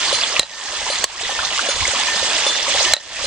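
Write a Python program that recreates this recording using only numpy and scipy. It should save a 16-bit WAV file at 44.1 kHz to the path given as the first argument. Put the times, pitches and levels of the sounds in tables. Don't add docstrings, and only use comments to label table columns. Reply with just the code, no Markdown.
import sys
import numpy as np
from scipy import signal
from scipy.io import wavfile

SR = 44100
rng = np.random.default_rng(int(sys.argv[2]) if len(sys.argv) > 2 else 0)


def magnitude_from_level(level_db):
    exponent = np.asarray(level_db, float) / 20
    return 10 ** exponent


def int16_out(signal):
    q = np.round(np.clip(np.atleast_2d(signal).T, -1, 1) * 32767)
    wavfile.write(sys.argv[1], SR, q.astype(np.int16))


N = 143766
TIME_S = np.arange(N) / SR
WATER_LAG_S, LAG_SPREAD_S = 4.5e-5, 2e-5
LAG_TOP_HZ = 7600


def rms_one(x):
    return x / np.sqrt(np.mean(x ** 2) + 1e-20)


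def at_hz(points, hz):
    p = np.array(points)
    return np.interp(np.log(hz), np.log(p[:, 0] + 1), p[:, 1])


def over_time(points):
    return np.interp(TIME_S, *np.transpose(points))


def drift(rate):
    r = np.exp(-80 * np.pi * rate / SR)
    noise = rng.standard_normal(N // 40 + 2002)
    slow = signal.lfilter([1], [1, -2 * r, r * r], noise)[2000:]
    return np.interp(np.arange(N) / 40, np.arange(len(slow)), rms_one(slow))


def later(x, s):
    return np.interp(np.arange(N) - s * SR, np.arange(N), x)


def filtered(x, order, hz, kind="low"):
    return signal.sosfilt(signal.butter(order, hz, kind, fs=SR, output="sos"), x)


def nearby(x, echo_db):
    t = np.arange(1500) / SR
    echo_t60_s = 0.018
    tail = rng.standard_normal((2, len(t))) * magnitude_from_level(-60 * t / echo_t60_s) * (t > .0006)
    tail = tail / np.sqrt(np.sum(tail ** 2, axis=1, keepdims=True))
    return x + signal.fftconvolve(x, magnitude_from_level(echo_db) * tail, axes=1)[:, :N]


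# (frequency [Hz], likeness [-1 to 1])
LIKENESS = [(60, 0.15), (150, 0.65), (300, .8), (1000, .78), (2500, 0.5), (5000, -.1), (9000, 0.35)]
# (frequency [Hz], difference [dB])
LEAN = [(60, 3.5), (170, -1.5), (460, -1), (1260, 0), (3480, -5), (9600, -1.5)]


def banded_noise(spectrum, edges, slow_db, fast_db):
    delayed, direct = np.zeros((2, N)), np.zeros((2, N))
    together = drift(29.0)
    white = rng.standard_normal((2, 2, N))
    for k, (low, high) in enumerate(zip(edges, edges[1:])):
        mid, side = filtered(white[k % 2], 2, [low, high], "band")
        hz = np.sqrt(low * high)
        alike = np.clip(at_hz(LIKENESS, hz), -1, 1)
        lean = at_hz(LEAN, hz) / 2
        gain = magnitude_from_level(at_hz(spectrum, hz) + slow_db * together + fast_db * drift(21.7))
        stereo = np.sqrt(1 + alike) * mid + np.sqrt(1 - alike) * side * [[1], [-1]]
        target = direct if hz > LAG_TOP_HZ else delayed
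        target += gain * magnitude_from_level(np.array([[lean], [-lean]])) * stereo
    return rms_one(np.array([later(delayed[0], WATER_LAG_S), delayed[1]]) + direct)


def bubbles(s, db, hz, cycles, rise, lag, pan_db=0):
    out = np.zeros((2, N + SR))
    step = np.arange(int(40 * SR / np.min(hz)))[:1600]
    start = (s * SR).astype(int)[:, None] + step
    left_lag = (lag * (hz < LAG_TOP_HZ))[:, None]
    for ch, sign in enumerate((1, -1)):
        age = np.maximum(step / SR - (left_lag if ch == 0 else 0), 0)
        turns = age * hz[:, None]
        wave = np.sin(2 * np.pi * turns * (1 + rise * turns / cycles))
        wave = wave * magnitude_from_level(-60 * turns / cycles) * np.minimum(turns / 1.87, 1)
        level = magnitude_from_level(db + sign * (at_hz(LEAN, hz) / 2 + pan_db))[:, None]
        out[ch] = np.bincount(start.ravel(), (wave * level).ravel(), N + SR)
    return out[:, :N]


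def swarm(rate, low_hz, high_hz, cycles, rise, spread_db, db):
    u = rng.random((3000, 5))[:int(rate * N / SR)]
    size_db = -spread_db * np.log(np.maximum(u[:, 1], .04))
    hz = low_hz * (high_hz / low_hz) ** u[:, 2]
    lag = WATER_LAG_S + LAG_SPREAD_S * 3.4 * (u[:, 3] - .5)
    pan_db = 2 * u[:, 4] - 1
    return magnitude_from_level(db) * rms_one(bubbles(u[:, 0] * N / SR, size_db, hz, cycles, rise, lag, pan_db))


def cluster(rows, cycles, rise, db):
    break_s, break_pitch, break_loss_db = .004, .08, 5
    s, peak, hz = np.repeat(rows, 3, axis=0).T
    u = rng.random((120, 3))[:len(s)]
    order = np.arange(len(s)) % 3
    when = s + break_s * order * u[:, 0]
    level = peak + db - break_loss_db * order * (.5 + u[:, 1])
    pitch = hz / (1 + rise / 3) * (1 + break_pitch * order * (u[:, 2] - .4))
    return bubbles(when, level, pitch, cycles, rise, WATER_LAG_S + 0 * s)


# (time [s], rush level [dB])
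FLOW = [(0, -21), (.15, -21.5), (.3, -24), (.6, -20.5), (.9, -18), (1.2, -19), (1.35, -21.5), (1.55, -21),
        (1.799, -22), (1.95, -20.5), (2.098, -21), (2.4, -19.5), (2.5, -22), (2.6, -23), (2.8, -18.5),
        (2.92, -20.5), (3.26, -20.5)]
# (frequency [Hz], level per Hz [dB])
RUSH = [(100, -40), (150, -15.5), (571, -5), (951, 1), (1560, -4), (3380, -1.5), (7400, -5), (12500, -16.5)]
# (rate [1/s], lowest [Hz], highest [Hz], length [cycles], pitch rise [ratio],
# size spread [dB], level [dB])
SWARMS = [
    (156.5, 470, 1604, 19, 0.33, 3.5, -39),
    (364, 1520, 5660, 25.5, 0.076, 2, -30),
    (879, 2760, 8040, 5.8, 0.011, 1, -23.5),
]
# (time [s], peak level [dB], pitch [Hz])
GULPS = [(0.038, -31, 900), (.078, -11, 1040), (.112, -11, 1070), (.181, -15, 940), (.214, -15.5, 666),
         (0.337, -14.5, 600), (.806, -10, 830), (0.863, -3, 980), (.875, -8, 1010), (.989, -15.5, 670),
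         (1.209, -8, 700), (1.229, -14, 445), (1.292, -2, 830), (1.387, -5.5, 1010), (1.519, -13.5, 770),
         (1.578, -7, 1190), (1.59, -4, 1100), (1.661, -9.5, 694), (1.768, -16, 940), (1.822, -6.5, 1030),
         (1.998, -7, 830), (2.084, -5, 1016), (2.196, -7, 950), (2.747, -9.5, 614), (2.806, -5, 690),
         (2.856, -14, 356), (2.877, -9, 1010), (2.91, -8.5, 775)]
# (time [s], peak level [dB], pitch [Hz])
PLINKS = [(.0398, -5, 3420), (0.0937, -5, 4330), (.2124, -4, 4900), (.215, -18, 1670), (.218, -8.5, 2700),
          (0.2354, -2, 3500), (0.3643, -0.5, 2680), (.8829, -7, 3060), (1.0236, -13, 1570),
          (.9328, -5, 3180), (.9862, -1, 6560), (1.1982, -4, 2570), (1.2351, -1.5, 3930),
          (1.267, -11, 4000), (1.3906, -3.5, 1450), (1.397, -8, 1590), (1.4502, -2, 4105),
          (1.505, -9, 3080), (1.5584, -10, 2100), (1.5928, -3, 1476), (1.8053, -7, 2300), (1.852, -5, 2120),
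          (2.0108, -17, 3130), (2.0343, -11, 2410), (2.2797, -9, 3260), (2.4159, -14, 3120),
          (2.4364, -7, 2540), (2.5351, -17, 3580), (2.644, -11.5, 3300), (2.708, -7, 3380),
          (2.738, -8.5, 3360), (2.7731, -13, 2300), (2.8496, -3.5, 2930), (2.866, -16, 3350),
          (3.1652, -8.5, 2730)]
# (time [s], peak level [dB], pitch [Hz])
SPITS = [(0.3262, -7, 5270), (1.2226, -5, 5040), (1.45, -1, 5800), (1.8774, -2, 6600), (2.035, -7, 4800),
         (2.1635, -5, 4900), (2.3316, -9, 4600), (2.368, -20, 4180), (2.6279, -5, 5560), (2.9244, -3, 5850)]


def water():
    flow = over_time(FLOW)
    edges = 140 * 2 ** np.arange(0, 6.6, .4)
    rush = magnitude_from_level(flow) * banded_noise(RUSH, edges, slow_db=0.44, fast_db=3.0)
    drops = magnitude_from_level(flow - flow.mean()) * sum(swarm(*row) for row in SWARMS)
    drops = drops + cluster(GULPS, cycles=22.5, rise=.3, db=-6)
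    drops = drops + cluster(PLINKS, cycles=26.2, rise=.2, db=0)
    drops = drops + cluster(SPITS, cycles=27, rise=0.045, db=0)
    return rush + nearby(drops, echo_db=-8)


# (time [s], level [dB])
GUSTS = [(0, -46), (.35, -50.5), (.41, -36), (.55, -46), (.7, -49), (.85, -40.5), (1.2, -39.5),
         (1.65, -50.5), (1.8, -32), (1.95, -44), (2.1, -48.5), (2.3, -42), (2.55, -55), (2.9, -40.5),
         (3.26, -39.5)]
# (frequency [Hz], level per Hz [dB])
WIND = [(25, -2.5), (60, 5.5), (120, -8.5), (300, -20)]


def wind():
    edges = 20 * 2 ** np.arange(0, 4.1, .5)
    return magnitude_from_level(over_time(GUSTS)) * banded_noise(WIND, edges, slow_db=4.5, fast_db=2.0)


def struck(s, db, modes):
    out = np.zeros(N)
    for k, (hz, level_db, t60) in enumerate(modes):
        clicks = np.full(N, 1e-18)
        clicks[(np.array(s) * SR).astype(int)] = magnitude_from_level(np.array(db) + level_db) * (-1) ** k
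        r, w = magnitude_from_level(-60 / (t60 * SR)), 2 * np.pi * hz / SR
        out += signal.lfilter([0, np.sin(w)], [1, -2 * r * np.cos(w), r * r], clicks)
    return out


def wet_ring(s, db, modes):
    wet_db, wet_rate = 1.0, 14
    out = 0
    for mode in modes:
        out = out + struck(s, db, [mode]) * magnitude_from_level(wet_db * drift(wet_rate) - wet_db / 3)
    return out


# (time [s], level [dB])
TICKS = [
    (0.0, -29),
    (.512, -21),
    (1.297, -24),
    (1.93, -31),
    (2.075, -22),
    (2.858, -21),
]
# (frequency [Hz], level [dB], time to die by 60 dB [s])
BAR = [(1802, -3, 1.4), (6110, -3, .4), (7386, -8, .4), (10720, -10, .4), (11400, -6, .3)]
# (time [s], thud level [dB], then levels of the three ringing parts [dB])
KNOCKS = [
    (.127, -11, -23, -31, -29),
    (.901, -9, -19, -38, -31),
    (1.688, -11, -29, -24, -24),
    (2.465, -13, -26, -15, -31),
    (3.2415, -14, -24, -30, -30),
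]
# (frequency [Hz], level [dB], time
# to die by 60 dB [s])
THUD = [(560, 0, .035), (330, -13, .025), (2930, -4, .012), (9200, -10, .2), (9424, -10, .2),
        (10716, -15, .2)]
# (frequency [Hz], level [dB], time to die by 60 dB [s])
PARTS = [
    [(4126, 0, .7), (4091, -8, .5), (4626, -4, 1.1), (1259, -11, .8)],
    [(3537, 0, .33), (3510, -18, .8)],
    [(6668, -1, .4), (2929, -5, .6), (3510, -3, .5)],
]
# (time [s], level [dB])
SLAPS = [
    (1.762, -21),
    (1.881, -16),
    (1.935, -16.5),
    (2.074, -27),
    (2.228, -16),
    (2.563, -23),
    (2.681, -17.5),
]


def tappets():
    s, thud, *parts_db = np.transpose(KNOCKS)
    thuds = struck(s, thud, THUD) + struck(*np.transpose(SLAPS), THUD[:2])
    thuds = filtered(thuds, 2, 250.0, "high")
    ring = wet_ring(*np.transpose(TICKS), BAR)
    for db, modes in zip(parts_db, PARTS):
        ring = ring + wet_ring(s, db, modes)
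    ring = ring * magnitude_from_level(1.1)
    return nearby(np.array([thuds, thuds]), echo_db=-12.5) + np.array([ring, later(ring, 1e-5)])


# (time [s], level [dB], crack level [dB])
BLOWS = [
    (.3945, -1.5, 6),
    (2.9357, 0.5, 4),
]
# (time [s], level [dB], crack level [dB])
BOUNCES = [
    (.4306, -4, -20),
    (.443, -14, -28),
    (2.9658, -2, -18),
    (2.984, -12, -28),
]
# (frequency [Hz], level [dB], time to die by 60 dB [s])
ANVIL = [(580, -8, .03), (888, -20, .06), (1308, -19, .05), (1884, -17, .1), (2708, -13, .025),
         (3822, -11, .11), (3960, -11, .07), (4060, 3, .028), (4748, -12, .015), (6621, -16, .025),
         (7600, -3, .012), (8829, -7, .035)]
# (time [s], level [dB], crack level [dB])
GLANCE = [
    (1.0413, 0.5, 9),
    (1.0432, -15, -2),
    (1.047, -9, -14),
]
# (frequency [Hz], level [dB], time to die by 60 dB [s])
HELVE = [(400, -13, .03), (1100, -12, .05), (2300, -11, .02), (2778, -14, .025), (4400, -1, .026),
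         (4990, -13, .04), (5905, -3, .04), (7267, -6, .022), (7757, -2, .028), (10660, -10, .008)]


def hammer():
    crack_t60_s, crack_hz, bounce_hz = 0.0086, 11200, 4600
    out = np.zeros((2, N))
    grit = rng.standard_normal(N) + .5 * rng.standard_normal((2, N))
    grit = filtered(grit, 2, 400.0, "high")
    hits = ((BLOWS, ANVIL, crack_hz), (BOUNCES, ANVIL, bounce_hz), (GLANCE, HELVE, crack_hz))
    for rows, modes, top_hz in hits:
        s, db, crack_db = np.transpose(rows)
        hit = struck(s, db, modes) * magnitude_from_level(np.array([[-.7], [.7]]))
        for at, c in zip(s, crack_db):
            fade_db = -60 * np.clip(TIME_S - at, 0, 1) / crack_t60_s
            hit = hit + grit * (TIME_S >= at) * magnitude_from_level(c + fade_db)
        out += filtered(hit, 3, top_hz)
    return nearby(filtered(out, 2, 270.0, "high"), echo_db=-13)


def scene():
    return water() + wind() + tappets() + hammer()


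def top_cut(x):
    return signal.sosfilt(signal.butter(12, 11700, fs=SR, output="sos"), x)


# (time [s], depth [dB], recovery [s])
DUCKS = [
    (0.396, 9, 0.21),
    (0.427, 7, 1),
    (1.042, 12.5, 0.17),
    (2.937, 14, 0.27),
    (2.966, 4, 0.21),
]


def record(dry):
    attack_s, shape, mic_hz = 0.007, 2.76, 8280
    gain_db = 0
    for s, depth_db, back_s in DUCKS:
        age = np.maximum(TIME_S - s, 0)
        ducking = 1 - np.exp(-age / attack_s)
        recovery = np.exp(-(age / back_s) ** shape)
        gain_db = gain_db - depth_db * ducking * recovery
    mix = np.clip(filtered(dry, 6, mic_hz) * magnitude_from_level(gain_db), -1, 1)
    return top_cut(mix)


dry = scene()
out = record(dry)
int16_out(out)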